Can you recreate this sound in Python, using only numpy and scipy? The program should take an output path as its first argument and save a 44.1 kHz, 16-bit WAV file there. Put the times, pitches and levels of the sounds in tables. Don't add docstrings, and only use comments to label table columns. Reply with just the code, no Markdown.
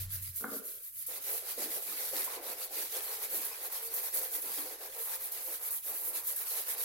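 import sys
import numpy as np
from scipy import signal
from scipy.fft import rfft, irfft, next_fast_len
from scipy.io import wavfile
from scipy.ndimage import uniform_filter1d, map_coordinates

SR = 44100
rng = np.random.default_rng(int(sys.argv[2]) if len(sys.argv) > 2 else 0)


def generate_wav(sig):
    pcm = np.round(np.clip(np.atleast_2d(sig).T, -1, 1) * 32767).astype(np.int16)
    wavfile.write(sys.argv[1], SR, pcm)


N = 301633
T = np.arange(N) / SR

# (time [s], speed at the turn [dB],
# share spent speeding up [0-1], full speed [dB], relative level of the wet rasp [dB])
STROKES = [(0.0, -46, 0, -37.5, -12), (0.089, -48, 0.47, -36.5, -12.5), (0.207, -43, 0.5, -39.5, -13.5),
           (0.334, -45, 0.45, -38, -16), (0.476, -44, 0.6, -37.5, -15), (0.624, -45.5, 0.6, -39.5, -15),
           (0.723, -39.5, 0, -40.5, -16.5), (0.808, -43.5, 0.56, -40.5, -18),
           (0.923, -45.5, 0.77, -38, -20), (1.055, -43.5, 0.74, -38.5, -12), (1.142, -39.5, 0.6, -38, -8.5),
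           (1.199, -44.5, 0.57, -34.5, -14.5), (1.444, -42, 0.57, -36.5, -9), (1.56, -42, 0.64, -35, -9.5),
           (1.683, -40.5, 0.58, -35.2, -11.5), (1.811, -40, 0.85, -37.5, -10.5),
           (1.948, -39, 0.5, -36.5, -9.5), (2.068, -36.5, 0.3, -36.5, -10), (2.125, -38.5, 0.87, -34, -9.5),
           (2.225, -37.5, 0, -36, -11), (2.297, -40, 0.4, -39, -6), (2.407, -46, 0.7, -37.5, -10),
           (2.564, -43.5, 0.61, -37, -9), (2.691, -46, 0.54, -35.5, -9.5), (2.901, -40.5, 0.7, -35.5, -9.5),
           (3.01, -40.5, 0.37, -37, -11.5), (3.1, -38.5, 0.34, -37, -8.5), (3.2, -40, 0.53, -36, -10.5),
           (3.288, -41.5, 0.7, -34, -13.5), (3.405, -38, 0.16, -36, -10), (3.515, -40.5, 0.2, -40.5, -7),
           (3.607, -41.5, 0.58, -36.5, -12.5), (3.699, -43, 0.58, -36.5, -10),
           (3.811, -40.5, 0.7, -37.5, -11.5), (3.894, -41.5, 0.86, -35.5, -12.5),
           (4.013, -39, 0.45, -35.5, -11.5), (4.118, -41, 0.74, -33, -13), (4.21, -38, 0.22, -35.5, -12),
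           (4.308, -40.5, 0.48, -34, -15), (4.405, -38.5, 0.4, -40.5, -12.5),
           (4.465, -37.5, 0.7, -36, -12.5), (4.652, -39.5, 0.1, -39, -9.5), (4.712, -41, 0.26, -40, -7),
           (4.777, -45.5, 0.7, -40.5, -9.5), (4.899, -44, 0.9, -40.5, -9), (4.976, -40.5, 0.26, -36.5, -17),
           (5.098, -37, 0.63, -36, -11), (5.188, -42.5, 0.6, -37, -14.5), (5.303, -42, 0.7, -39, -8.5),
           (5.398, -39, 0.8, -37.5, -16.5), (5.502, -38, 0.57, -36.5, -12),
           (5.592, -43, 0.93, -35.5, -14.5), (5.695, -40.5, 0.49, -36, -17),
           (5.822, -43.5, 0.8, -35.5, -15.5), (5.929, -39, 0.4, -36, -16.5),
           (6.024, -37.5, 0.6, -34.5, -21.5), (6.129, -40.5, 0.35, -34.5, -12.5),
           (6.231, -41.5, 0.7, -35.0, -15.5), (6.346, -39.5, 0.83, -36.5, -12.5),
           (6.448, -40.5, 0.6, -35, -13), (6.553, -36, 0.3, -34.5, -11.5), (6.657, -41, 0.53, -34.5, -11.5),
           (6.767, -41.5, 0.5, -35, -12.5)]
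ORDINARY_DB = -37
# (frequency [Hz], relative density [dB])
RASP_SPECTRUM = [(700, -66), (1050, -8), (1250, -7.5), (1500, -4), (2000, -0.5), (2800, -4.5), (3400, -2.5),
                 (4400, 0.5), (5500, -2.5), (8000, -3.5), (10000, -0.5), (12000, -53)]


def amp(db):
    return 10 ** (np.asarray(db) / 20)


def unit(x):
    return x / np.sqrt(np.mean(x ** 2) + 1e-20)


def along(points, hz):
    f, v = np.transpose(points)
    return np.interp(np.log(hz + 1), np.log(f + 1), v)


def envelope(points):
    s, db = np.transpose(points)
    return amp(np.interp(T, s, db, left=-140, right=-140))


def wobble(rate):
    return map_coordinates(rng.standard_normal(int(N * rate / SR) + 4), [T * rate])


def filtered(x, response):
    m = next_fast_len(N + 8192)
    return irfft(rfft(x, m) * response(np.fft.rfftfreq(m, 1 / SR)), m)[..., :N]


def grainy_noise(spectrum, spread_db, bunch_db, patchy_db):
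    # (frequency [Hz], left-right correlation [0-1])
    coherence = [(60, 0.96), (300, 0.83), (700, 0.67), (1400, 0.043), (15000, 0.0084)]
    sizes = amp(spread_db * rng.exponential(size=N) + bunch_db * wobble(350))
    bins = signal.stft(sizes * rng.standard_normal((2, N)), nperseg=256)[2]
    patches = uniform_filter1d(rng.standard_normal(bins.shape[1:]), size=2, axis=0)
    patches = uniform_filter1d(patches, size=8, axis=1)
    pair = signal.istft(bins * amp(patchy_db * unit(patches)), nperseg=256)[1][:, :N]

    def mid_side_response(hz):
        angle = np.arccos(np.clip(along(coherence, hz), -1, 1)) / 2
        return amp(along(spectrum, hz)) * [np.cos(angle), np.sin(angle)]

    mid, side = filtered(pair, mid_side_response)
    return unit(np.array([mid + side, mid - side]))


def room_hush():
    # (frequency [Hz], relative density [dB])
    spectrum = [(20, 10), (80, 7.5), (150, 1.5), (300, -35), (600, -50), (900, -56), (2000, -30),
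                (16000, -42)]
    return amp(-77) * grainy_noise(spectrum, spread_db=-1.5, bunch_db=2.5, patchy_db=1.5)


def hum(pitch_hz=138, rise_db_per_s=142, fade_db_per_s=50):
    # (time [s], level [dB])
    crests = [(.99, -78.5), (1.326, -82), (1.68, -76), (2.13, -79)]
    flutter = amp(2.7 * wobble(13))
    phase = 2 * np.pi * np.cumsum(pitch_hz * (1 + 0.03 * wobble(26.3))) / SR
    swells = sum(amp(db + rise_db_per_s * np.minimum(T - s, 0) - fade_db_per_s * np.maximum(T - s, 0))
                 for s, db in crests)
    return swells * flutter * np.sqrt(2) * np.sin(phase)


def boom(pitch_hz=90.5):
    # (time [s], level [dB])
    decay = [(0.0, -42.5), (0.064, -44), (0.122, -49), (0.16, -45.5), (0.232, -48.5), (0.256, -54.5),
             (0.302, -49.5), (0.348, -62.5), (0.42, -62)]
    # (frequency [Hz], relative density [dB])
    spectrum = [(25, 5.5), (50, -1), (130, 3.5), (200, -14.5), (280, -27)]
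    phase = 2 * np.pi * np.cumsum(pitch_hz * (1 + 0.029 * wobble(22))) / SR
    rumble = unit(filtered(rng.standard_normal(N), lambda hz: amp(along(spectrum, hz))))
    return envelope(decay) * (np.sqrt(2) * np.sin(phase) + amp(-6.5) * rumble)


def knock_tail():
    # (time [s], level [dB])
    course = [(0.0, -66), (0.104, -89), (0.138, -70), (0.172, -75), (0.2, -94), (0.26, -86), (0.284, -79),
              (0.31, -84), (0.36, -87), (0.42, -54.5), (0.448, -48.5), (0.5, -66), (0.54, -47), (0.61, -55),
              (0.794, -67), (0.87, -93)]
    # (frequency [Hz], relative density [dB])
    spectrum = [(300, -40), (370, -6), (410, -2.5), (470, 4), (540, -10), (620, -1.5), (700, -29),
                (800, -39)]
    return envelope(course) * grainy_noise(spectrum, spread_db=2, bunch_db=-1.5, patchy_db=0)


def tiled_room(x):
    # (frequency [Hz], T60 [s])
    decay_times = [(150, 0.21), (250, 0.22), (500, 0.73), (800, 0.35), (1300, 0.67), (1700, 0.61),
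                   (3000, 0.14)]
    hz, t, bins = signal.stft(rng.standard_normal((2, SR // 2)), SR, nperseg=256)
    tail = signal.istft(bins * amp(-60 * t / along(decay_times, hz)[:, None]), SR, nperseg=256)[1]
    tail[1] = 0.34 * tail[0] + 1.07 * tail[1]
    return signal.fftconvolve(x[None], tail / np.linalg.norm(tail[0]), axes=1)[:, :N]


def knocks():
    # (time [s], relative level [dB], treble tilt [dB/octave], attack [s])
    contacts = [(0.406, -51, 9, 0.0042), (.42, -44, 12.5, .008), (.44, -35, 12, 0.0029),
                (0.458, -44, -2, 0.0028), (0.479, -41.5, 3, 0.0027), (0.515, -42.5, -11, 0.002),
                (0.53, -43, 5, 0.0039), (0.466, -50, 6, .003), (.562, -43, 4, 0.0036),
                (0.589, -43, -4, 0.0079)]
    # (frequency [Hz], relative level [dB], T60 [s])
    modes = [(207, -1.5, 0.068), (273, -3, 0.094), (404, -4, 0.047), (500, -6, 0.063), (620, -23, 0.039),
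             (755, -1, 0.025), (1005, -6, 0.023), (1232, 4, 0.014), (1420, 7, 0.012), (1670, -3.5, .01),
             (2130, -18, 0.012)]
    out, t = np.zeros(N + SR), T[:SR // 2]
    mode = lambda hz, db, t60: amp(db - 60 * t / t60) * np.sin(2 * np.pi * hz * t)
    for s, db, tilt, attack in contacts:
        low = sum((-1) ** k * mode(hz, mode_db + rng.normal(0, 1), t60)
                  for k, (hz, mode_db, t60) in enumerate(modes[:4]))
        high = sum(mode(hz, mode_db + tilt * np.log2(hz / 500), t60) for hz, mode_db, t60 in modes[4:])
        onset = 1 - np.exp(-(t / attack) ** 2)
        out[round(s * SR):][:len(t)] += amp(db - 5.5) * onset * (low + high)
    return out[:N]


def hand_speed(fall_exponent=2.07):
    turns, turn_db, share, full_db = np.transpose(STROKES)[:4]
    k = np.searchsorted(turns, T, side="right") - 1
    progress = (T - turns[k]) / np.diff(turns, append=N / SR)[k]
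    share = np.clip(share, 0.05, 0.95)[k]
    rising = progress < share
    next_turn_db = np.append(turn_db[1:], turn_db[-1] + 7)
    at_turn = amp(np.where(rising, turn_db[k], next_turn_db[k]))
    ramp = np.clip(np.where(rising, progress / share, (1 - progress) / (1 - share)), 0, 1)
    arc = np.sin(np.pi / 2 * ramp) ** np.where(rising, 1, fall_exponent)
    return (at_turn + (amp(full_db[k]) - at_turn) * arc) / amp(ORDINARY_DB)


def block_bumps(attack_s=0.0042, t60_s=0.032):
    # (time [s], relative level [dB], frequency [Hz])
    bumps = [(1.087, -41.5, 504), (1.089, -50, 770), (1.577, -30.5, 506), (1.92, -39, 1240),
             (2.131, -32, 555), (2.276, -32.5, 1026), (2.374, -34, 440), (2.376, -36.5, 1010),
             (2.965, -36, 430), (3.331, -39, 550), (3.349, -39, 664), (3.34, -36.5, 397), (4.44, -42, 400),
             (4.579, -45, 340), (5.881, -43, 524), (5.92, -42, 790), (6.55, -42, 660)]
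    out, t = np.zeros(N + SR), T[:SR // 8]
    for s, db, hz in bumps:
        gain = amp(db + 2.5 - 60 * t / t60_s) * (1 - np.exp(-t / attack_s))
        out[round(s * SR):][:len(t)] += gain * np.sin(2 * np.pi * hz * t)
    return out[:N]


def cavity_tones(slope_db_per_s=500):
    # (time [s], hold [s], frequency [Hz], level [dB])
    tones = [(1.177, 0.024, 549, -65), (1.616, 0.075, 460, -67), (2.614, 0.051, 504, -59),
             (3.268, 0.08, 529, -60), (3.397, 0.047, 524, -68), (3.826, 0.079, 462, -56),
             (3.971, 0.046, 504, -59), (4.171, 0.13, 522, -59.5), (4.634, 0.088, 457, -60.5),
             (4.874, 0.043, 529, -61.5), (4.959, 0.06, 458, -62), (5.143, 0.086, 530, -62.5),
             (5.443, 0.05, 515, -62.5), (6.311, 0.03, 593, -64.5)]
    wavering_time = np.cumsum(1 + 0.0116 * wobble(30)) / SR
    out = np.zeros(N)
    for s, held, hz, db in tones:
        outside_hold_s = np.maximum(np.abs(T - s - held / 2) - held / 2, 0)
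        gain = amp(db - slope_db_per_s * outside_hold_s)
        out += gain * np.sqrt(2) * np.sin(2 * np.pi * hz * wavering_time)
    return out


def push_gains(lands_s=1.082, rise_db_per_s=513):
    # (time [s], hold [s], cavity level [dB],
    # rub over cavity [dB], deep rub over cavity [dB], sole level [dB])
    pushes = [(1.089, 0.09, -58, -8.5, -25, -59), (1.272, 0.083, -51, -25, -30, -59),
              (1.428, 0.094, -56.5, -31, -28, -58.5), (1.585, 0.077, -50, -3.5, -10, -56),
              (1.719, 0.067, -50, -24, -26, -58), (1.868, 0.07, -56.5, -8.5, -13, -56),
              (1.992, 0.078, -53.5, -20, -28, -58), (2.131, 0.083, -49.5, -10, -22, -52),
              (2.275, 0.1, -51, -24, -27, -49), (2.372, 0.078, -54.5, -5, -27, -59),
              (2.471, 0.051, -51.5, -13.5, -20, -52.5), (2.576, 0.088, -55, -28, -29, -59.5),
              (2.709, 0.14, -54, -9, -23, -57.5), (2.943, 0.056, -49.5, -21.5, -41, -53),
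              (3.064, 0.066, -53, -29, -28.5, -53), (3.188, 0.071, -56, -16, -22.4, -55),
              (3.325, 0.06, -54, -6.5, -12.5, -54.5), (3.42, 0.11, -57.5, -22, -23, -53.5),
              (3.596, 0.096, -55.5, -17.5, -28, -55.5), (3.722, 0.08, -57.5, -25, -27, -54.5),
              (3.84, 0.12, -63, -11, -26, -64), (3.917, 0.16, -56, -20.5, -30, -55.5),
              (4.14, 0.11, -52, -16, -35, -56.5), (4.331, 0.044, -55, -9.5, -24, -56),
              (4.443, 0.059, -54.5, -11, -16, -53.5), (4.572, 0.039, -56, 3, -18, -53),
              (4.65, 0.092, -53.5, -12, -28, -58), (4.811, 0.061, -54, -18, -28, -56),
              (4.956, 0.05, -55, -26, -34, -55.5), (5.07, 0.073, -58, -22, -25, -53),
              (5.2, 0.14, -59.5, -35, -28, -60), (5.367, 0.044, -58, -15.5, -32, -57),
              (5.473, 0.057, -54.5, -11.5, -32, -57.5), (5.597, 0.13, -61.5, -24, -28, -56.5),
              (5.872, 0.079, -56.5, -10, -21, -55), (6.014, 0.13, -58.5, -6.5, -33, -58),
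              (6.121, 0.1, -59.5, -25, -30, -55.5), (6.282, 0.033, -58, -49, -32, -57),
              (6.4, 0.048, -60.5, -30, -24, -53), (6.518, 0.083, -54, -27, -28, -54),
              (6.666, 0.15, -56.5, -18, -31, -53.5)]
    s, held, cavity_db, rub_db, deep_db, sole_db = np.transpose(pushes)[..., None]
    t = T[::40]

    def contour_db(lag_s, fall_db_per_s):
        age = t - s - lag_s
        return rise_db_per_s * np.minimum(age, 0) - fall_db_per_s * np.maximum(age - held, 0)

    press_db = cavity_db + contour_db(lag_s=0, fall_db_per_s=218)
    drag_db = cavity_db + contour_db(lag_s=0.011, fall_db_per_s=203)
    scrape_db = sole_db + contour_db(lag_s=0.0078, fall_db_per_s=146)
    return [np.interp(T, t, np.linalg.norm(amp(db), axis=0) * (t > lands_s))
            for db in (press_db, drag_db + rub_db, drag_db + deep_db, scrape_db)]


def shoe():
    # (frequency [Hz], relative density [dB])
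    cavity_spectrum = [(220, -70), (300, -67), (360, -7), (415, 0.5), (440, -0.5), (463, 6.5), (484, -5),
                       (505, 6), (530, 0), (600, -2), (800, -4), (1100, -28), (1500, -72)]
    rub_spectrum = [(200, -70), (250, -13), (290, 0.5), (330, 3), (400, -3.5), (500, -70)]
    deep_spectrum = [(130, -70), (175, -9), (215, -0.5), (260, 2.5), (330, -33)]
    sole_spectrum = [(500, -70), (620, -17.5), (750, -6), (950, -2.5), (1300, -6), (2000, -9), (2600, -9),
                     (3500, -37), (5000, -63)]
    cavity_gain, rub_gain, deep_gain, sole_gain = push_gains()
    speed = uniform_filter1d(hand_speed(), size=1300)
    mean_speed = uniform_filter1d(speed, size=SR // 3)
    sole_gain *= (speed / (mean_speed + 1e-9)) ** 0.51
    cavity = cavity_gain * grainy_noise(cavity_spectrum, spread_db=1.5, bunch_db=-1, patchy_db=1.36)
    rub = rub_gain * grainy_noise(rub_spectrum, spread_db=1, bunch_db=-2, patchy_db=1.4)
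    deep = deep_gain * grainy_noise(deep_spectrum, spread_db=0, bunch_db=-2.5, patchy_db=-0.5)
    scrape = sole_gain * grainy_noise(sole_spectrum, spread_db=1.5, bunch_db=-1, patchy_db=1)
    return cavity + rub + deep + scrape


def tuft_ticks(t60_s=0.004):
    # (time [s], relative level [dB])
    releases = [(3.4485, -29), (5.754, -26), (5.8844, -31), (5.9685, -28), (6.1744, -32)]
    gain = sum(amp(db - 14 - 60 * np.abs(T - s) / t60_s) for s, db in releases)
    return filtered(gain * rng.standard_normal((2, N)), lambda hz: amp(along(RASP_SPECTRUM, hz)))


def bristles(snap_attack_s=0.0033, snap_t60_s=0.13):
    # (frequency [Hz], relative density [dB])
    tip_spectrum = [(4000, -34.5), (6000, -13.5), (9200, -7), (9700, -3.5), (10600, 1.5), (12700, 4),
                    (14500, 0), (15200, -2.5), (16000, -4.5)]
    # (time [s], relative level [dB])
    snaps = [(0.1142, -55), (0.2234, -42.5), (0.358, -36), (0.651, -49), (1.0634, -36.5), (2.242, -39),
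             (3.447, -40), (3.716, -45), (1.822, -44), (3.827, -50), (3.938, -37), (4.139, -34),
             (4.4169, -39), (5.2136, -48), (5.3179, -38), (5.6232, -49), (5.706, -36), (5.8347, -57),
             (6.269, -35.5), (6.36, -38), (6.6808, -47)]
    speed = hand_speed()
    tip_gain = speed ** 1.62
    for s, db in snaps:
        onset = np.clip((T - s) / snap_attack_s, 0, 1)
        tip_gain += onset * amp(db - ORDINARY_DB + 2.5 - 60 * np.abs(T - s) / snap_t60_s)
    turns, rasp_db = np.transpose(STROKES)[[0, -1]]
    midstrokes = (turns + np.append(turns[1:], N / SR)) / 2
    wetness = amp(np.interp(T, midstrokes, rasp_db) + 1.5)
    suds_gain = wetness * uniform_filter1d(speed, size=1900) ** 1.66
    tips = tip_gain * grainy_noise(tip_spectrum, spread_db=0.5, bunch_db=0.5, patchy_db=1.3)
    suds = suds_gain * grainy_noise(RASP_SPECTRUM, spread_db=2.2, bunch_db=1.3, patchy_db=2.6)
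    return amp(ORDINARY_DB) * (amp(-0.55) * tips + suds)


def scene():
    hits = knocks()
    background = room_hush() + knock_tail()
    scrubbing = bristles() + tuft_ticks() + shoe() + block_bumps() + cavity_tones()
    knocking = amp(5) * hits + amp(-1.5) * tiled_room(hits)
    return background + boom() + hum() + knocking + scrubbing


def record(dry, band_limit_hz=15950):
    # (frequency [Hz], left over right [dB])
    balance = [(200, 0.5), (700, -1.5), (2400, 0.5), (4300, 1), (6200, -1.5), (8000, 2), (9600, -2),
               (11000, -5), (12400, -2.5), (13800, 5), (16000, -10)]
    return filtered(dry, lambda hz: amp(along(balance, hz) * [[0.5], [-0.5]]) * (hz < band_limit_hz))


dry = scene()
out = record(dry)
generate_wav(out)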